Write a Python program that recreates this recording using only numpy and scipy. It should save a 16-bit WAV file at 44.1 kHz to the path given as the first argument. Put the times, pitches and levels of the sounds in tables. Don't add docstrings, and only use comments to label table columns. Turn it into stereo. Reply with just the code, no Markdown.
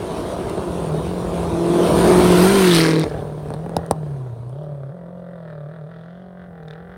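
import sys
import numpy as np
from scipy import signal
from scipy.fft import rfft, irfft, next_fast_len
from scipy.io import wavfile
from scipy.ndimage import uniform_filter1d, map_coordinates

SR = 44100
rng = np.random.default_rng(int(sys.argv[2]) if len(sys.argv) > 2 else 0)


def waveform_to_disk(signal):
    frames = np.transpose(np.atleast_2d(signal))
    scaled = np.clip(frames, -1, 1) * 32767
    samples = np.round(scaled).astype(np.int16)
    wavfile.write(sys.argv[1], SR, samples)


N = 307377
TIME = np.arange(N) / SR

# (time [s], firing rate [Hz])
REVS = [(0.0, 185.9), (0.16, 166.5), (0.4, 194.7), (0.56, 192.7), (0.68, 172.2), (0.8, 175.1),
        (0.92, 153.7), (1.0, 160.1), (1.1, 180.4), (1.55, 168.4), (1.82, 174.8), (1.98, 172), (2.14, 180.9),
        (2.4, 177.4), (2.54, 200.6), (2.78, 163.8), (3.0, 158.8), (3.1, 150.9), (3.56, 150), (3.66, 168),
        (3.9, 164.6), (4.08, 146.6), (4.35, 115.1), (4.52, 126.5), (4.62, 154.6), (4.8, 137.8),
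        (4.9, 133.8), (4.94, 178.8), (5.04, 169.3), (5.12, 178), (5.34, 173.7), (5.66, 143.9), (5.75, 168),
        (5.84, 147), (5.91, 169.6), (6.0, 162.1), (6.22, 184), (6.48, 177.4), (6.71, 152.1), (6.8, 170.5),
        (6.97, 183.2)]
# (time [s], pedal [0-1])
THROTTLE = [(0, 0.25), (1.25, 0.19), (1.48, 0.52), (1.65, 0.8), (1.82, 0.87), (1.92, 0.3), (2.13, 0.75),
            (2.32, 0.56), (2.68, 1), (3.02, 0.84), (3.08, 0), (4.46, 0.08), (4.6, 0.2), (5.55, 0.6),
            (5.8, 0.61), (6.97, 0.84)]
# (strength [dB], header delay [ms])
CYLINDERS = [(-5, -0.21), (3.5, -0.22), (2.5, -0.061), (-9, 0.82)]
# (time [s], depth [0-1])
UNEVEN = [(2.85, 0.74), (4.3, 0.38), (4.65, 0.47), (5.1, 1), (5.6, 0.76), (6.2, 0.57), (6.7, 0.65)]
# (firing rate [Hz], gain [dB])
BOOM_GAIN = [(112, -3), (135, -0.5), (153, -1.5), (165, -4.5), (180, -5), (200, -8.5)]
# (time [s], boost [dB])
SURGES = [(.72, 1), (.97, 3)]
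# (frequency [Hz], gain [dB])
HOWL_GAIN = [(310, -1.5), (340, -5), (360, -2.5), (400, -11.5)]
# (time [s], pipe level [dB], rasp level [dB])
NEAR_LEVELS = [(2.3, -27.5, -26), (2.5, -23.5, -26.5), (2.65, -27.5, -34.5), (2.74, -32.5, -14),
               (2.85, -22.5, -8.5), (2.92, -23.5, -14), (2.98, -24.5, -24), (3.04, -34.5, -16.5),
               (3.07, -34, -76)]
# (frequency [Hz], gain [dB])
NEAR_PIPE = [(50, -42), (120, 2), (200, -2.5), (280, 6), (390, 9), (480, 6.5), (580, -11), (760, -17.5),
             (970, -6.5), (1300, -15.5), (2000, -15.5), (4000, -45.5)]
NEAR_RASP = [(400, -39), (1000, -5), (1350, 2), (1700, 2), (2150, 1), (2750, -9), (4000, -6), (5500, -6),
             (7000, -18), (9000, -21), (15000, -46)]
CHURN = [(150, -10), (320, 5), (520, -3.5), (1200, -19)]
# (frequency [Hz], gain [dB])
HOLLOW_PIPE = [(40, -67), (90, 10), (135, 3.5), (220, -27.5), (310, -39.5), (410, 1), (490, -4), (575, 3.5),
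               (680, -6.5), (850, -44.5), (1150, -10), (1600, -24), (2400, -52)]
SLACK_PIPE = [(40, -30), (90, -9), (135, -12), (220, -40), (310, -7.5), (420, 18.5), (520, 10), (630, -5.5),
              (800, 13), (950, -32), (1600, -46), (2400, -56.5)]
FAR_RASP = [(400, -66), (900, -2), (1150, -0.5), (1550, 4.5), (2000, 3), (2650, -21.5), (3500, -10),
            (5000, -25), (8000, -38.5), (15000, -61.5)]
# (time [s], blend [0 slack - 1 hollow])
HOLLOWNESS = [(3.05, 0.6), (4.3, 0.58), (4.6, 0.78), (5.6, 0.99), (6.3, 0.5), (6.8, 0.16)]
# (time [s], level against the pipe [dB])
RASP_LEVEL = [(3.05, -14), (3.3, -16.5), (4.2, -11), (4.47, -24), (4.8, -10.5), (5.2, -11.5), (5.55, -9),
              (5.72, -8), (5.98, -7.5), (6.1, -9.5), (6.5, -10.5), (6.75, -4)]
# (time [s], boost [dB])
FLARES = [(3.17, 10), (3.49, 7), (3.74, 9.5), (3.85, 8)]
# (time [s], thump level [dB], crack level [dB])
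BANGS = [(0.579, -18, -50), (3.039, -17.5, -25.5), (3.14, -25, -43.5), (3.486, -28.5, -36.5),
         (3.504, -21, -29.5), (3.5386, -26, -25.5), (3.544, -24.5, -32), (3.662, -22, -37),
         (3.694, -25, -31), (3.7664, -12.5, -8.5), (3.9109, -11.5, -4.5), (4.063, -31, -53)]
# (frequency [Hz], level [dB], t60 [s])
PIPE_MODES = [(285, -13, .07), (470, -14, .06), (594, -15, .05), (807, -12, .035), (1443, -18, .02),
              (1631, -18, .02)]
# (time [s], level [dB])
HARD_FIRINGS = [(6.632, -41), (6.657, -49), (6.6825, -30.5), (6.7085, -29.5), (6.7345, -34)]
# (frequency [Hz], gain [dB])
BLAST = [(200, -1), (700, 19), (1500, 7), (2400, -13.5), (3800, 4.5), (6000, 0), (9000, 1), (15000, -16)]
HARD_BODY = [(400, -5), (900, -2), (1600, 9), (2100, 7), (2650, -5), (3600, 11), (5200, -5),
             (7000, -4), (15000, -46)]
# (time [s], level [dB])
SNARL = [(0, -46.5), (0.499, -46.5), (0.899, -31), (1.2, -34.5), (1.601, -43), (1.85, -26.5), (2.2, -39)]
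PULL = [(4.5, -48), (4.63, -39), (4.9, -48.5), (5.15, -49), (5.5, -47.5), (5.8, -49.5), (6.1, -56),
        (6.35, -52.5), (6.701, -51), (6.97, -52)]
# (frequency [Hz], gain [dB])
SNARL_BODY = [(200, -27), (310, -4), (400, 9), (490, 1), (560, -3.5), (680, -1.5), (820, -13), (1000, -12),
              (1500, -26), (3000, -42)]
PULL_BODY = [(250, -41.5), (370, 3), (440, 1.5), (500, -11), (585, 10), (660, -8.5), (770, -9), (920, -34),
             (1150, -12.5), (1650, -24), (2400, -49.5)]
# (time [s], frequency [Hz], level [dB])
GROWL = [(4.45, 570, -62), (4.63, 595, -43), (4.85, 560, -49), (5.15, 560, -44), (5.36, 565, -44),
         (5.55, 595, -45), (5.9, 610, -51), (6.35, 590, -53), (6.65, 640, -62)]
SIZZLE = [(2.55, 3100, -68.5), (2.65, 3250, -41), (2.72, 3500, -25.5), (2.755, 4000, -22.5),
          (2.86, 4300, -37.5), (3.03, 3700, -41), (3.1, 3600, -80), (4.4, 3200, -83), (4.6, 3200, -63),
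          (4.95, 3400, -85), (5.5, 3700, -70), (5.8, 3600, -75), (6, 3400, -66), (6.2, 3200, -67.5),
          (6.45, 3400, -91)]
# (frequency [Hz], gain [dB])
GROWL_BODY = [(150, -32), (450, 19), (750, 7), (2500, -19)]
SIZZLE_BODY = [(1500, -17.5), (3000, -1), (4500, 1.5), (8000, -10)]
# (multiple of the firing rate [x], level [dB])
WHINES = [(3.75, 2), (5.25, 4), (7.25, -2.5), (10.25, -2.5)]
# (time [s], level [dB])
SCRUB = [(0, 2.5), (.25, 2.5), (.95, -2), (1.15, -4), (1.38, -1.5), (1.55, -4.5), (1.97, 2), (2.3, -0.5),
         (2.6, 4), (2.76, 6)]
CRUNCH = [(2.0, -43.5), (2.35, -40.5), (2.55, -35.5), (2.74, -27.5), (2.88, -30.5), (3.05, -46.5),
          (3.2, -51.5)]
STONES = [(0.4968, -28), (2.748, -10), (2.7538, -10), (2.7968, -15), (2.9956, -19.5), (3.8631, -37),
          (4.4941, -48), (4.6342, -52)]
# (frequency [Hz], gain [dB])
ROAR = [(50, -41.5), (100, -18.5), (150, -1), (260, -4.5), (400, 2.5), (540, -6), (660, -3.5), (820, -11.5),
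        (980, -8.5), (1600, -25), (2500, -62), (5000, -83.5)]
HISS = [(700, -3), (1400, 3), (2500, -3), (4000, -1.5), (5200, -5.5), (7000, -4.5), (9000, -4),
        (12000, -14.5), (15500, -40)]
FIZZ = [(7000, -41.5), (11500, 1), (13500, -9), (15500, -15)]
CLICK = [(300, -31), (2000, -12.5), (4000, 7), (6000, 9.5), (9000, 7.5), (15000, -8.5)]
RUMBLE = [(20, -45.5), (35, -19.5), (50, 4), (75, 6.5), (110, 4.5), (200, -1.5), (500, -42)]
# (time [s], level [dB])
WIND = [(3, -47.5), (5, -55.5), (6.25, -57), (6.5, -48)]
# (frequency [Hz], t60 [s])
HEDGE_DECAY = [(150, .6), (1500, .1), (4000, .04), (10000, .04)]
# (frequency [Hz], gain [dB])
LEAVES = [(200, -16.5), (1200, 8), (4000, 3)]
# (time [s], right minus left [dB])
BEARING = [(0, 2), (2.2, 1.55), (2.6, 3), (3.6, 2), (4.4, 2), (6.97, 1.3)]
# (frequency
# [Hz], left lead [rad])
PORT_PHASE = [(100, .03), (700, .35), (1500, 1.1), (2100, 2.6), (2450, .9), (3200, 1.5), (4800, 2.3),
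              (6000, 2.4), (7200, 3.14), (8200, 2.1), (9000, .3), (9700, -.3), (10600, -1.8), (11400, -3.1),
              (12200, -3.2), (13000, -5), (13600, -6.2)]
# (frequency [Hz], diffuse minus direct [dB])
WIDTH = [(60, -17), (150, -33.5), (380, -10.5), (950, -9.5), (2400, 0), (4500, -4.5), (9000, -11.5),
         (15000, -11)]

SPEED_M_PER_S, DISTANCE_M, PASS_S = 28.4, 6.75, 2.39
LIFT_S = 3.05
DUCK_DB, DUCK_RECOVER_S = 17.5, 0.45
RISE_S, RISE_TAKES_S = 4.1, 0.87
ROUGH_SHUT, ROUGH_OPEN = 0.43, 0.035
THUMP_START_HZ, THUMP_END_HZ, THUMP_SINK_S, THUMP_T60_S = 874, 83, 0.00286, 0.089
THUMP_LAG_S = 0.00082
SPRAY_END_S, SPRAY_FADE_S, SPRAY_DROP_DB = 2.785, 0.39, 23
CRUNCH_PER_S, CRUNCH_MIDDLE_HZ, CRUNCH_CYCLES = 600, 2690, 7
GROUND_MS = 1
TOP_HZ = 15900


def crank(flutter):
    return np.cumsum(curves(REVS)[0] * (1 + flutter * wobble(45))) / SR


def throttle():
    return np.clip(curves(THROTTLE)[0], 0, 1)


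def roughness():
    return ROUGH_OPEN + (ROUGH_SHUT - ROUGH_OPEN) * (1 - throttle()) ** 2.4


def firings(count, scatter, jitter):
    k = np.arange(1, int(count[-1]))
    due = np.interp(k, count, TIME)
    rough = np.interp(due, TIME, roughness())
    depth = np.interp(due, *np.transpose(UNEVEN))
    level_db, delay_ms = depth * np.array(CYLINDERS)[k % len(CYLINDERS)].T
    chance = rng.standard_normal((len(k), 2))
    size = amp(level_db + scatter * rough * chance[:, 0])
    size /= np.sqrt(uniform_filter1d(size ** 2, size=12))
    fired = due + delay_ms / 1000 + jitter * rough * chance[:, 1]
    at = np.clip(np.round(fired * SR), 0, N - 1).astype(int)
    return np.bincount(at, size, N)


def drone(count):
    firing_hz, rough, after_pass = curves(REVS)[0], roughness(), ramp(LIFT_S - .02, 0.036)
    cycle = 2 * np.pi * count / len(CYLINDERS)
    duck_db = DUCK_DB * after_pass * np.exp(-np.abs(TIME - LIFT_S) / DUCK_RECOVER_S)
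    boom_db = along(BOOM_GAIN, firing_hz) + swells(SURGES, half_s=0.19) - duck_db + 4 * rough * wobble(40)
    boom = carried(db=-8.5, ahead_db=-1, throttle_db=2, hidden_db=4.5) * amp(boom_db)
    boom *= (1 - 0.23 * np.cos(cycle)) * np.sin(2 * np.pi * count)
    howl_db = along(HOWL_GAIN, 2 * firing_hz) + 3.1 * rough * wobble(60)
    howl = carried(db=-32.5, ahead_db=4.5, throttle_db=29) * amp(howl_db)
    howl *= (1 - 0.17 * np.sin(cycle)) * np.sin(4 * np.pi * count + 0.58 * rough * wobble(55))
    return np.sqrt(2) * (boom + howl * (1 - after_pass))


def exhaust_near(pulses, count):
    pipe_db, rasp_db = curves(NEAR_LEVELS)
    firing_hz = curves(REVS)[0]
    ragged = pulses * amp(2.5 * rng.standard_normal(N))
    churn = resonate(rng.standard_normal(N), 3 * firing_hz, t60=.06)
    churn += resonate(rng.standard_normal(N), 2.25 * firing_hz, t60=.03)
    pipe = unit(coloured(ragged, NEAR_PIPE)) + .5 * unit(coloured(churn, CHURN))
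    tear = spread(rasp(np.sqrt(pulses), count, NEAR_RASP, puff_s=.0021, turbulence=.3))
    return (amp(pipe_db + 4) * pipe + amp(rasp_db - 16) * tear) * during(NEAR_LEVELS, 0.049)


def exhaust_far(pulses, count):
    hollow = np.clip(curves(HOLLOWNESS)[0], 0, 1)
    pipe = hollow * unit(coloured(pulses, HOLLOW_PIPE))
    pipe += (1 - hollow) * unit(coloured(pulses, SLACK_PIPE))
    hardest = pulses ** (1 + 0.7 * throttle())
    rattle = unit(rasp(hardest, count, FAR_RASP, puff_s=.0028, turbulence=.33)[0])
    rattle_db = curves(RASP_LEVEL)[0] + 2.8 * wobble(14)
    gain = carried(db=-28, throttle_db=11) * amp(swells(FLARES, half_s=0.085))
    return gain * ramp(LIFT_S - .05, 0.051) * (pipe + amp(rattle_db) * rattle)


def rasp(pulses, count, spectrum, puff_s, turbulence):
    gate = signal.fftconvolve(pulses, np.exp(-np.arange(SR // 25) / SR / puff_s))[:N]
    shapes = rng.standard_normal(size=(2, 1024))
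    angle = count / len(CYLINDERS) % 1 * shapes.shape[1]
    jagged = np.array([map_coordinates(shape, [angle], mode="grid-wrap") for shape in shapes])
    return coloured(unit(gate * (jagged + turbulence * rng.standard_normal((2, N)))), spectrum)


def backfires():
    ring, t = np.zeros(N), np.arange(SR // 4) / SR
    thump_hz = THUMP_END_HZ + (THUMP_START_HZ - THUMP_END_HZ) * np.exp(-t / THUMP_SINK_S)
    thump = amp(-60 * t / THUMP_T60_S) * np.sin(2 * np.pi * np.cumsum(thump_hz) / SR)
    modes = sum(amp(db - 60 * t / t60) * np.sin(2 * np.pi * hz * t) for hz, db, t60 in PIPE_MODES)
    for s, thump_db, _ in BANGS:
        ring[round((s + THUMP_LAG_S) * SR):][:len(t)] += amp(thump_db) * (thump + modes)
    cracks = [(s, crack_db) for s, _, crack_db in BANGS]
    return ring + coloured(bursts(cracks, t60=0.007), BLAST)


def hard_firings():
    return coloured(bursts(HARD_FIRINGS, t60=0.011), HARD_BODY)


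def overtones(count, level, body):
    cycles = np.arange(1, int(count[-1] / len(CYLINDERS)))
    strongest = np.argmax([db for db, _ in CYLINDERS])
    at = np.interp(cycles * len(CYLINDERS) + strongest, count, np.arange(N)).astype(int)
    beats = np.bincount(at, minlength=N).astype(float)
    return amp(curves(level)[0]) * during(level, 0.085) * unit(coloured(beats, body))


def growl(pulses):
    hz, db = curves(GROWL)
    ring = resonate(pulses, hz, t60=.024)
    return amp(db) * during(GROWL, .05) * unit(coloured(ring, GROWL_BODY))


def sizzle(pulses):
    hz, db = curves(SIZZLE)
    gate = signal.lfilter([1], [1, -amp(-60 / (.015 * SR))], pulses)
    ring = resonate(gate * rng.standard_normal((2, N)), hz, t60=.005)
    return amp(db) * during(SIZZLE, .05) * spread(coloured(ring, SIZZLE_BODY))


def whines():
    firing_hz = curves(REVS)[0]
    lines = sum(amp(db) * resonate(rng.standard_normal(N), multiple * firing_hz, t60=.07)
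                for multiple, db in WHINES)
    return carried(db=-38, ahead_db=-1.5, throttle_db=7.5) * position()[0] * lines


def roar(pulses):
    engine = .7 * unit(signal.lfilter([1, -1], [1, -.98], pulses)) * [[1], [0]]
    body = spread(coloured(unit(patchy(1.8)) + engine, ROAR))
    return carried(db=-19, ahead_db=9.5, hidden_db=5) * amp(curves(SCRUB)[0] + 0.71 * wobble(40)) * body


def spray():
    thrown_db = curves(SCRUB)[0] - SPRAY_DROP_DB * ramp(SPRAY_END_S, SPRAY_FADE_S) + 0.68 * wobble(25.03)
    gain = carried(db=-28, hidden_db=9) * amp(thrown_db)
    grit = (rng.random((2, N)) < 1500 / SR) * rng.standard_normal((2, N))
    grit *= amp(1.9 * rng.exponential(size=(2, N)).clip(0, 4))
    grains = unit(patchy(3)) + .5 * unit(grit)
    hiss = amp(5.5) * gain * spread(coloured(grains, HISS))
    fizz = amp(6.5) * gain ** 1.39 * spread(coloured(grains[::-1], FIZZ))
    return hiss + fizz


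def crunch():
    when, pitch, force = rng.random((int(CRUNCH_PER_S * N / SR), 3)).T[:, :, None]
    t = np.arange(SR // 80) / SR
    hz = CRUNCH_MIDDLE_HZ * 2 ** (2.4 * (pitch - .5))
    size = amp(-5 * np.log(force + .02))
    rings = size * np.sin(2 * np.pi * hz * t) * np.exp(-2 * hz * t / CRUNCH_CYCLES)
    at = (when * N).astype(int) + np.arange(len(t))
    knocks = np.bincount(at.ravel(), rings.ravel(), N)[:N]
    return amp(curves(CRUNCH)[0]) * during(CRUNCH, 0.039) * unit(knocks)


def stones():
    return coloured(bursts(STONES, t60=0.0093), CLICK)


def air():
    car = carried(db=-19.5, ahead_db=6, throttle_db=-12.5, hidden_db=11) * amp(0.15 * curves(SCRUB)[0])
    breeze = amp(curves(WIND)[0])
    return np.hypot(car, breeze) * amp(0.98 * wobble(12)) * spread(coloured(patchy(0.99), RUMBLE))


def hedges(x):
    hz, t, noise = signal.stft(rng.standard_normal((2, SR // 2)), SR, nperseg=256)
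    tail = signal.istft(noise * amp(-60 * t / along(HEDGE_DECAY, hz)[:, None]), SR, nperseg=256)[1]
    return signal.fftconvolve(coloured(x, LEAVES)[None], tail / np.linalg.norm(tail[0]), axes=1)[:, :N]


def road_bounce(x, strength):
    late = np.arange(N) - GROUND_MS * position()[0] * SR / 1000
    echo = np.array([map_coordinates(channel, [late], mode="nearest") for channel in x])
    return (x + strength * echo) / np.sqrt(1 + strength ** 2)


def position():
    to_go_m = SPEED_M_PER_S * (PASS_S - TIME)
    range_m = np.hypot(to_go_m, DISTANCE_M)
    return DISTANCE_M / range_m, to_go_m / range_m


def carried(db, ahead_db=0, throttle_db=0, hidden_db=0):
    nearness, facing = position()
    shadow_db = hidden_db * ramp(RISE_S, RISE_TAKES_S)
    return nearness * amp(db + ahead_db * facing + throttle_db * throttle() - shadow_db)


def out_of_step(x):
    size = next_fast_len(N + 8192)
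    lead = along(PORT_PHASE, np.fft.rfftfreq(size, 1 / SR))
    return irfft(rfft(x, size) * np.exp(.5j * lead * np.array([[1], [-1]])), size)[:, :N]


def ports(x):
    return x * amp(curves(BEARING)[0] / 2 * np.array([[-1], [1]]))


def spread(pair):
    mid, side = pair[0], coloured(pair[1], WIDTH)
    return np.array([mid + side, mid - side]) / np.std(mid)


def coloured(x, spectrum):
    size = 2 * next_fast_len(N // 2 + 8192)
    cepstrum = irfft(np.log(amp(along(spectrum, np.fft.rfftfreq(size, 1 / SR)))))
    cepstrum[1:size // 2] *= 2
    cepstrum[size // 2 + 1:] = 0
    return irfft(rfft(x, size) * np.exp(rfft(cepstrum)))[..., :N]


def resonate(x, hz, t60):
    turn = np.exp(2j * np.pi * np.cumsum(hz) / SR)
    return unit((signal.lfilter([1], [1, -amp(-60 / (t60 * SR))], x / turn) * turn).real)


def patchy(depth_db):
    noise = signal.stft(rng.standard_normal((2, N)), nperseg=1024)[2]
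    patches = uniform_filter1d(rng.standard_normal(noise.shape[1:]), size=6, axis=0)
    patches = uniform_filter1d(patches, size=6, axis=1)
    return signal.istft(noise * amp(depth_db * unit(patches)), nperseg=1024)[1][:, :N]


def bursts(rows, t60):
    out, t = np.zeros(N + SR), np.arange(SR // 4) / SR
    for s, db in rows:
        out[round(s * SR):][:len(t)] += amp(db - 60 * t / t60) * rng.standard_normal(len(t))
    return out[:N]


def wobble(rate):
    return map_coordinates(rng.standard_normal(int(N * rate / SR) + 4), [TIME * rate])


def swells(rows, half_s):
    return sum(db * np.exp(-((TIME - s) / half_s) ** 2) for s, db in rows)


def ramp(start_s, length_s):
    return np.clip((TIME - start_s) / length_s, 0, 1)


def during(rows, fade_s):
    return np.clip(1 + np.minimum(TIME - rows[0][0], rows[-1][0] - TIME) / fade_s, 0, 1)


def curves(rows):
    times, *columns = np.transpose(rows)
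    return [np.interp(TIME, times, column) for column in columns]


def along(points, hz):
    knots_hz, values = np.transpose(points)
    return np.interp(np.log(hz + 1), np.log(knots_hz + 1), values)


def amp(db):
    return 10 ** (np.asarray(db) / 20)


def unit(x):
    return x / np.sqrt(np.mean(x ** 2) + 1e-20)


def scene():
    count = crank(flutter=.002)
    pulses = firings(count, scatter=9, jitter=0.0009)
    sharp = exhaust_far(pulses, count) + growl(pulses) + overtones(count, PULL, PULL_BODY)
    sharp += backfires() + hard_firings() + stones()
    approach = road_bounce(roar(pulses) + whines(), strength=0.11) + overtones(count, SNARL, SNARL_BODY)
    head_on = exhaust_near(pulses, count) + sizzle(pulses) + crunch()
    echo = amp(-20) * hedges(sharp)
    phased = out_of_step(drone(count) + approach + sharp + spray() + air())
    return ports(phased + head_on) + echo


def record(dry):
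    soft = dry / (1 + np.abs(dry) ** 8) ** (1 / 8)
    return irfft(rfft(soft) * (np.fft.rfftfreq(N, 1 / SR) < TOP_HZ), N)


dry = scene()
out = record(dry)
waveform_to_disk(out)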